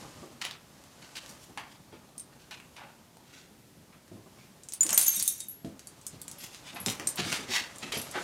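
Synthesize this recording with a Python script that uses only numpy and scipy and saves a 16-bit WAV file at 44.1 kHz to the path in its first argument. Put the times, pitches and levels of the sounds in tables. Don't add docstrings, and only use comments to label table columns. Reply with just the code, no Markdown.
import sys
import numpy as np
from scipy import signal
from scipy.fft import rfft, irfft, next_fast_len
from scipy.io import wavfile
from scipy.ndimage import map_coordinates

SR = 44100
rng = np.random.default_rng(int(sys.argv[2]) if len(sys.argv) > 2 else 0)


def wav_record(signal):
    frames = np.transpose(np.atleast_2d(signal))
    bounded = np.clip(frames, -1, 1)
    quanta = np.round(bounded * 32767).astype(np.int16)
    wavfile.write(sys.argv[1], SR, quanta)


N = 362943

# pitch_hz, level_db, t60_s (time to fall 60 dB)
TAG_TONES = [
    [(6368, 0, .2), (12630, 2, .17), (15310, -20, .2)],
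    [(9781, 0, .2), (14970, -8, .12)],
    [(3740, 0, .35), (5680, -6, .6)],
    [(4587, 3, .16), (10210, -4, .3)],
    [(7010, 0, .13), (15720, -18, .1)],
    [(8960, 0, .13), (9100, -3, .2), (8400, -4, .11), (8640, -6, .1), (8080, -8, .1)],
    [(11560, 0, .4), (10090, -1, .3), (14800, -10, .25), (8280, -16, .2)],
    [(13030, 0, .17), (12800, -8, .15)],
]


def amp(db):
    return 10 ** (np.asarray(db) / 20)


def unit(x):
    return x / np.sqrt(np.mean(x ** 2) + 1e-20)


def along(points, hz):
    point_hz, value = np.transpose(points)
    return np.interp(np.log(hz + 1), np.log(point_hz + 1), value)


def curves(rows):
    s, *columns = np.transpose(rows)
    return [np.interp(np.arange(N) / SR, s, column) for column in columns]


def wobble(rate):
    points = rng.standard_normal(int(N * rate / SR) + 4)
    return map_coordinates(points, [np.arange(N) * rate / SR])


def filtered(x, response):
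    size = next_fast_len(len(x) + 8192)
    return irfft(rfft(x, size) * response(np.fft.rfftfreq(size, 1 / SR)), size)[:len(x)]


def burst(t, hz, octaves, treble_db):
    def response(f):
        resonance = np.exp(-.5 * (np.log2((f + 1) / hz) / octaves) ** 2)
        shelf = amp(treble_db) * f / (f + hz) / (1 + (f / 10500) ** 6)
        return resonance + shelf
    return unit(filtered(rng.standard_normal(len(t)), response))


def rasp(spectrum, grain_db, flutter_db):
    roughness_db = grain_db * wobble(900) + flutter_db * wobble(45)
    grit = rng.standard_normal(N) * amp(roughness_db)
    return unit(filtered(grit, lambda hz: amp(along(spectrum, hz))))


def tail(seconds):
    # pitch_hz, t60_s
    room_decay = [(150, 0.23), (1000, 0.53), (4000, 0.22), (12000, 0.12)]
    hz, t, noise = signal.stft(rng.standard_normal(int(seconds * SR)), SR, nperseg=256)
    fade = amp(-60 * t / along(room_decay, hz)[:, None])
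    answer = signal.istft(noise * fade, SR, nperseg=256)[1]
    return np.pad(answer / np.linalg.norm(answer), (130, 0))


def add(track, s, sound, room_db):
    start = round(s * SR)
    track[start:start + len(sound)] += sound
    wet = amp(room_db) * signal.fftconvolve(sound, tail(seconds=.5))
    track[start:start + len(wet)] += wet


def claws():
    # start_s, peak_db, centre_hz
    claw_hits = [(0.416, -27, 2400), (0.451, -19, 3050), (0.511, -25.5, 4200), (0.839, -38, 7190),
                 (1.155, -41, 3680), (1.262, -30, 4650), (1.575, -24, 2230), (1.598, -32, 1810),
                 (2.09, -44.5, 790), (2.511, -30, 2340), (2.601, -35.5, 2400), (2.766, -33.5, 2690),
                 (3.17, -41.5, 900), (4.08, -44, 1800), (5.648, -34, 3100), (5.794, -31.5, 6320),
                 (6.547, -26.5, 5300), (6.862, -10, 6340), (6.874, -24, 2000), (6.884, -16.5, 3240),
                 (6.9, -16, 7000), (6.998, -19, 2800), (7.328, -12.5, 2900), (7.572, -18, 2290),
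                 (7.921, -21.5, 2780)]
    out, t = np.zeros(N + 2 * SR), np.arange(400) / SR
    for s, db, hz in claw_hits:
        snap = .9 * (1 - t / .00006) * np.exp(-t / .00006)
        tone = np.sin(2 * np.pi * hz * t) * np.exp(-hz * t / 0.96)
        noise = 0.33 * burst(t, hz, 0.45, -1.0) * amp(-60 * t / 0.011)
        tick = snap + tone + noise
        add(out, s, amp(db) * tick / np.abs(tick).max(), room_db=-2.5)
    return out[:N]


def scuffs():
    # peak_s, level_db, centre_hz, rise_s
    strokes = [(0.418, -35.5, 2300, 0.0051), (0.453, -40.5, 2760, 0.017), (1.03, -50.5, 2760, 0.011),
               (1.156, -37.5, 2740, 0.0027), (1.3, -51, 5500, 0.021), (1.44, -55, 5300, .04),
               (1.576, -39, 1630, 0.0012), (1.72, -56.5, 3000, 0.031), (1.926, -53, 1590, 0.0027),
               (2.328, -59.5, 1430, 0.0071), (2.419, -58.5, 2820, 0.026), (2.51, -41, 2190, 0.001),
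               (2.765, -48.5, 1960, 0.0029), (2.849, -51.5, 1110, 0.065), (3.4, -54.5, 2600, 0.12),
               (3.93, -58, 1500, 0.0059), (4.418, -59, 2680, 0.044), (4.895, -38, 1800, 0.0031),
               (4.927, -41, 1480, 0.0033), (6.129, -54.5, 3500, 0.0061), (6.451, -44.5, 4650, 0.054),
               (6.538, -52, 4140, 0.016), (6.688, -44.5, 2760, 0.035), (6.769, -41.5, 1600, 0.012),
               (6.892, -35.5, 5500, 0.018), (7.005, -60, 1600, 0.012), (7.196, -30, 2440, 0.018),
               (7.345, -32.5, 2980, 0.079), (7.559, -27.5, 2800, 0.049), (7.679, -54, 2150, 0.022),
               (7.829, -37.5, 2040, 0.0064), (7.924, -31.5, 2740, 0.0024), (7.981, -40, 3500, 0.027),
               (8.163, -32.5, 1240, 0.018)]
    # centre_hz, width_hz, level_db
    wood_tones = [(780, 360, 7.5), (2250, 36, -6), (2760, 74, -2.5), (3260, 240, -13), (3730, 91, -5),
                  (4180, 14.4, -33), (4700, 19, -15)]
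    let_go_t60_s, let_go_per_rise = 0.23, 0.91
    treble_db, treble_db_per_octave = -21.5, 19.5
    colour_db, colour_hz = 2.5, 250.4
    out = np.zeros(N + 2 * SR)
    grit = amp(1.8 * wobble(700) + 1.96 * wobble(90))
    t = np.arange(-SR // 4, SR // 2) / SR
    for s, db, hz, rise in strokes:
        t60 = let_go_t60_s + let_go_per_rise * rise
        hiss_db = treble_db + treble_db_per_octave * np.log2(hz / 2500)
        swell = np.exp(-(t / max(rise, .0005)) ** 2)
        stroke = np.where(t < 0, swell, amp(-60 * np.abs(t) / t60))
        bumps = rng.standard_normal(200)

        def colour(f):
            return amp(colour_db * map_coordinates(bumps, [f / colour_hz], mode='wrap'))
        rub = filtered(burst(t, hz, 1.0, hiss_db), colour)
        add(out, s + t[0], amp(db) * stroke * unit(rub), room_db=-7.5)

    def wood(f):
        return 0.82 + sum(0.4 * amp(db) / (1 + (2 * (f - hz) / width) ** 2) for hz, width, db in wood_tones)
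    return filtered(out[:N] * grit, wood)


def thuds():
    # start_s, knock_db, board_pitch_hz
    landings = [(0.229, -36, 352), (1.572, -43.5, 181), (1.928, -39.5, 265), (3.769, -44.5, 164),
                (4.115, -35.5, 197), (4.165, -43.5, 314), (4.26, -48, 305), (4.85, -35, 316),
                (4.909, -37, 203), (4.928, -40, 608), (5.169, -44.5, 189), (5.646, -27, 201.4),
                (6.134, -36.5, 151), (6.801, -36, 181), (6.867, -26.5, 237), (6.998, -32.5, 362),
                (7.189, -26, 216.5), (7.255, -28.5, 206), (7.392, -34, 257), (7.488, -32.5, 242),
                (7.829, -33, 227), (7.934, -32, 417), (7.969, -31.5, 215), (8.154, -28, 359.5)]
    knock_t60_s, rumble_t60_s, joist_t60_s = 0.12, 0.32, 0.25
    rumble_db, joist_db = -9.5, -12
    joist_hz, joist_db_per_octave = 100.4, -10.5
    out, t = np.zeros(N + 2 * SR), np.arange(SR // 2) / SR
    for s, db, hz in landings:
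        board = np.sin(2 * np.pi * hz * t)
        board += .5 * np.sin(2 * np.pi * 1.6 * hz * t)
        board += 0.36 * np.sin(2 * np.pi * 3.3 * hz * t)
        knock_fade = amp(db - 60 * t / knock_t60_s) * (1 - np.exp(-t / 0.00042))
        knock = knock_fade * board / np.abs(board).max()
        rumble_fade = amp(db + rumble_db - 60 * t / rumble_t60_s) * (1 - np.exp(-t / 0.0027))
        rumble = rumble_fade * burst(t, hz, 0.85, -33.5)
        boom_db = db + joist_db + joist_db_per_octave * np.log2(hz / 220)
        joist_fade = amp(boom_db - 60 * t / joist_t60_s) * (1 - np.exp(-t / 0.013))
        joist = joist_fade * burst(t, joist_hz, 0.42, -59)
        add(out, s, knock + rumble + joist, room_db=-10.0)
    return out[:N]


def ring(modes, t, spread_db, damping):
    waver, swing_hz = 0.0017, 25
    sway = t + waver * np.sin(2 * np.pi * (swing_hz * t + rng.random())) / (2 * np.pi * swing_hz)
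    out = 0
    for hz, db, t60 in modes:
        beat = 1 + .45 * np.cos(2 * np.pi * rng.uniform(35, 110) * t)
        fade = amp(db + spread_db * rng.standard_normal() - 60 * damping * t / t60)
        out = out + beat * fade * np.sin(2 * np.pi * (hz * sway + rng.random()))
    return out * (1 - np.exp(-t / 0.00047)) * (0.41 + 0.55 * np.exp(-t / 0.019))


def knocks():
    # start_s, peak_db, centre_hz
    clicks = [(2.18, -29, 8800), (2.197, -27.5, 8600), (4.635, -34, 6950), (4.6874, -26, 8200),
              (4.7227, -24, 6960), (4.7363, -19, 9400), (4.808, -14.5, 7950), (4.832, -11, 8820),
              (4.8657, -14.5, 8130), (4.8925, -12, 8000), (4.906, -13, 7590), (4.9292, -13, 6480),
              (4.9775, -3.5, 8740), (4.994, -8, 9850), (5.013, -13, 8960), (5.0664, -21, 7440),
              (5.0815, -24, 7000), (5.1982, -13.5, 7200), (5.2257, -11.5, 9500), (5.278, -10.5, 8500),
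              (5.404, -20, 8000), (5.872, -26.5, 9300), (6.0142, -37.5, 7200), (6.0667, -20, 8560),
              (6.216, -26, 9700), (6.281, -23, 8400), (6.3144, -25.5, 8350), (7.072, -16, 8150),
              (7.089, -24, 8150), (7.1586, -22.5, 9500), (7.7604, -32, 7640), (7.7843, -26, 7900),
              (8.0164, -22, 10400), (8.0494, -35, 11500), (8.113, -28, 8860)]
    # start_s, level_db (before the tag's own tone levels)
    tag_blows = [
        [(4.9302, -27), (4.9766, -28), (5.0644, -31), (5.0809, -14.5), (5.2779, -28)],
        [(4.9294, -28), (4.9756, -23), (5.0454, -30), (5.2265, -29), (5.2774, -21)],
        [(5.1632, -33), (5.2789, -31.5), (5.405, -46)],
        [(5.0689, -34), (5.198, -39), (5.4051, -46.5), (5.8721, -50)],
        [(4.808, -19), (4.9292, -27), (5.0664, -18), (5.1667, -34), (6.2801, -45)],
        [(2.1794, -44), (2.1999, -40.5), (4.8319, -26), (4.9444, -20), (4.9766, -32), (5.0294, -42),
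         (5.1342, -42), (7.0723, -24.5), (7.0894, -33)],
        [(5.4844, -33.5), (6.3844, -47), (6.7456, -45.5), (6.8014, -36), (7.9444, -43), (7.9748, -36)],
        [(4.9766, -16.5), (5.0814, -29), (5.1971, -39.5), (5.2789, -38), (6.0654, -48), (7.0878, -37)],
    ]
    rattle_t60_s, click_low_hz = 0.018, 2830
    out, t = np.zeros(N + 2 * SR), np.arange(SR // 2) / SR
    for s, db, hz in clicks:
        rattle = amp(-60 * t / rattle_t60_s) * (1 - np.exp(-t / 0.0021))
        spike = 1.77 * amp(-60 * t / 0.0019)
        noise = filtered(burst(t, hz, 0.23, -0.45), lambda f: f * f / (f * f + click_low_hz ** 2))
        click = (rattle + spike) * noise
        add(out, s, amp(db) * click / np.abs(click).max(), room_db=-2.5)
    for blows, modes in zip(tag_blows, TAG_TONES):
        for s, db in blows:
            add(out, s, amp(db) * ring(modes, t, spread_db=3.5, damping=1.14), room_db=-9)
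    return out[:N]


def shake():
    # pitch_hz, level_db
    collar_colour = [(290, -62), (500, -19.5), (3700, -2), (5310, -4.5), (6330, 6), (11600, -1.5),
                     (12900, -21), (16000, -33)]
    start_s, peak_s, end_s = 4.8, 5.04, 5.6
    settle_s = 0.28
    gather_db_per_s, tire_db_per_s = 120, 41
    rustle_db, chatter_db = -32.5, -30
    chatter_tires = 1.05
    swings_per_s, swing_db = 7.9, 2.5
    late = np.arange(N) / SR - peak_s
    shaking = (late > start_s - peak_s) & (late < end_s - peak_s)
    slope = np.where(late < 0, gather_db_per_s, -tire_db_per_s)
    effort = shaking * amp(slope * late * shaking)
    effort = effort * np.clip((end_s - peak_s - late) / settle_s, 0, 1)
    turn_db = swing_db * (np.cos(2 * np.pi * swings_per_s * late) - 1)
    t = np.arange(SR // 4) / SR
    chatter = np.zeros(N)
    for modes in TAG_TONES[:2] + TAG_TONES[4:6]:
        touched = rng.random(N) < 90 / SR
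        touch_db = 1.6 * rng.standard_normal(N) + chatter_db + turn_db
        touches = touched * effort ** chatter_tires * amp(touch_db)
        chatter += signal.fftconvolve(touches, ring(modes, t, spread_db=1, damping=2.8))[:N]
    rustle = amp(rustle_db + 0.27 * turn_db) * effort * rasp(collar_colour, grain_db=1.0, flutter_db=2.0)
    return chatter + rustle


def slides():
    # time_s, level_db of the brushing fur and pads
    bustle = [(0.0, -52), (0.2, -55), (0.55, -66), (1.25, -54.5), (1.63, -67), (2.7, -65), (3.7, -71),
              (4.4, -65), (5.5, -77), (5.95, -62.5), (7.26, -51), (7.39, -51), (7.65, -54.5), (8.16, -47),
              (8.23, -44)]
    # pitch_hz, level_db
    pad_colour = [(290, -47), (500, 3), (2330, -4.5), (7000, -5), (12900, -16), (15300, -59), (16000, -57)]
    # pitch_hz, level_db
    board_colour = [(24, -44), (40, -6.5), (205, -3.5), (298, -7.5), (443, -13.5), (518, -16.5),
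                    (1200, -16), (1560, -37), (2640, -120)]
    mean_murmur_db, murmur_follows = -60, 0.57
    busy_db, = curves(bustle)
    murmur_db = mean_murmur_db + murmur_follows * (busy_db - busy_db.mean())
    brushing = amp(busy_db) * rasp(pad_colour, grain_db=-1.0, flutter_db=1.0)
    murmur = amp(murmur_db) * rasp(board_colour, grain_db=-2.0, flutter_db=4.1)
    return brushing + murmur


def hum():
    # pitch_hz, level_db
    hum_colour = [(15, -47), (25, -4), (149, 0.5), (285, -4), (451, -10), (988, -17), (1160, -30),
                  (1260, -18), (10400, -23.5), (14800, -26.5), (16000, -41)]
    level_db = -58 + .8 * wobble(3)
    return amp(level_db) * rasp(hum_colour, grain_db=.2, flutter_db=.3)


def scene():
    rubbing = slides() + shake()
    wet = amp(-11.5) * signal.fftconvolve(rubbing, tail(seconds=.5))[:N]
    return (rubbing + wet + scuffs() + claws() + thuds() + knocks() + hum())[None]


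def record(dry):
    top_hz, bass_hz = 15900, 60

    def response(hz):
        return (hz < top_hz) * hz ** 2 / (hz ** 2 + bass_hz ** 2)
    return filtered(dry[0], response)[None]


dry = scene()
out = record(dry)
wav_record(out)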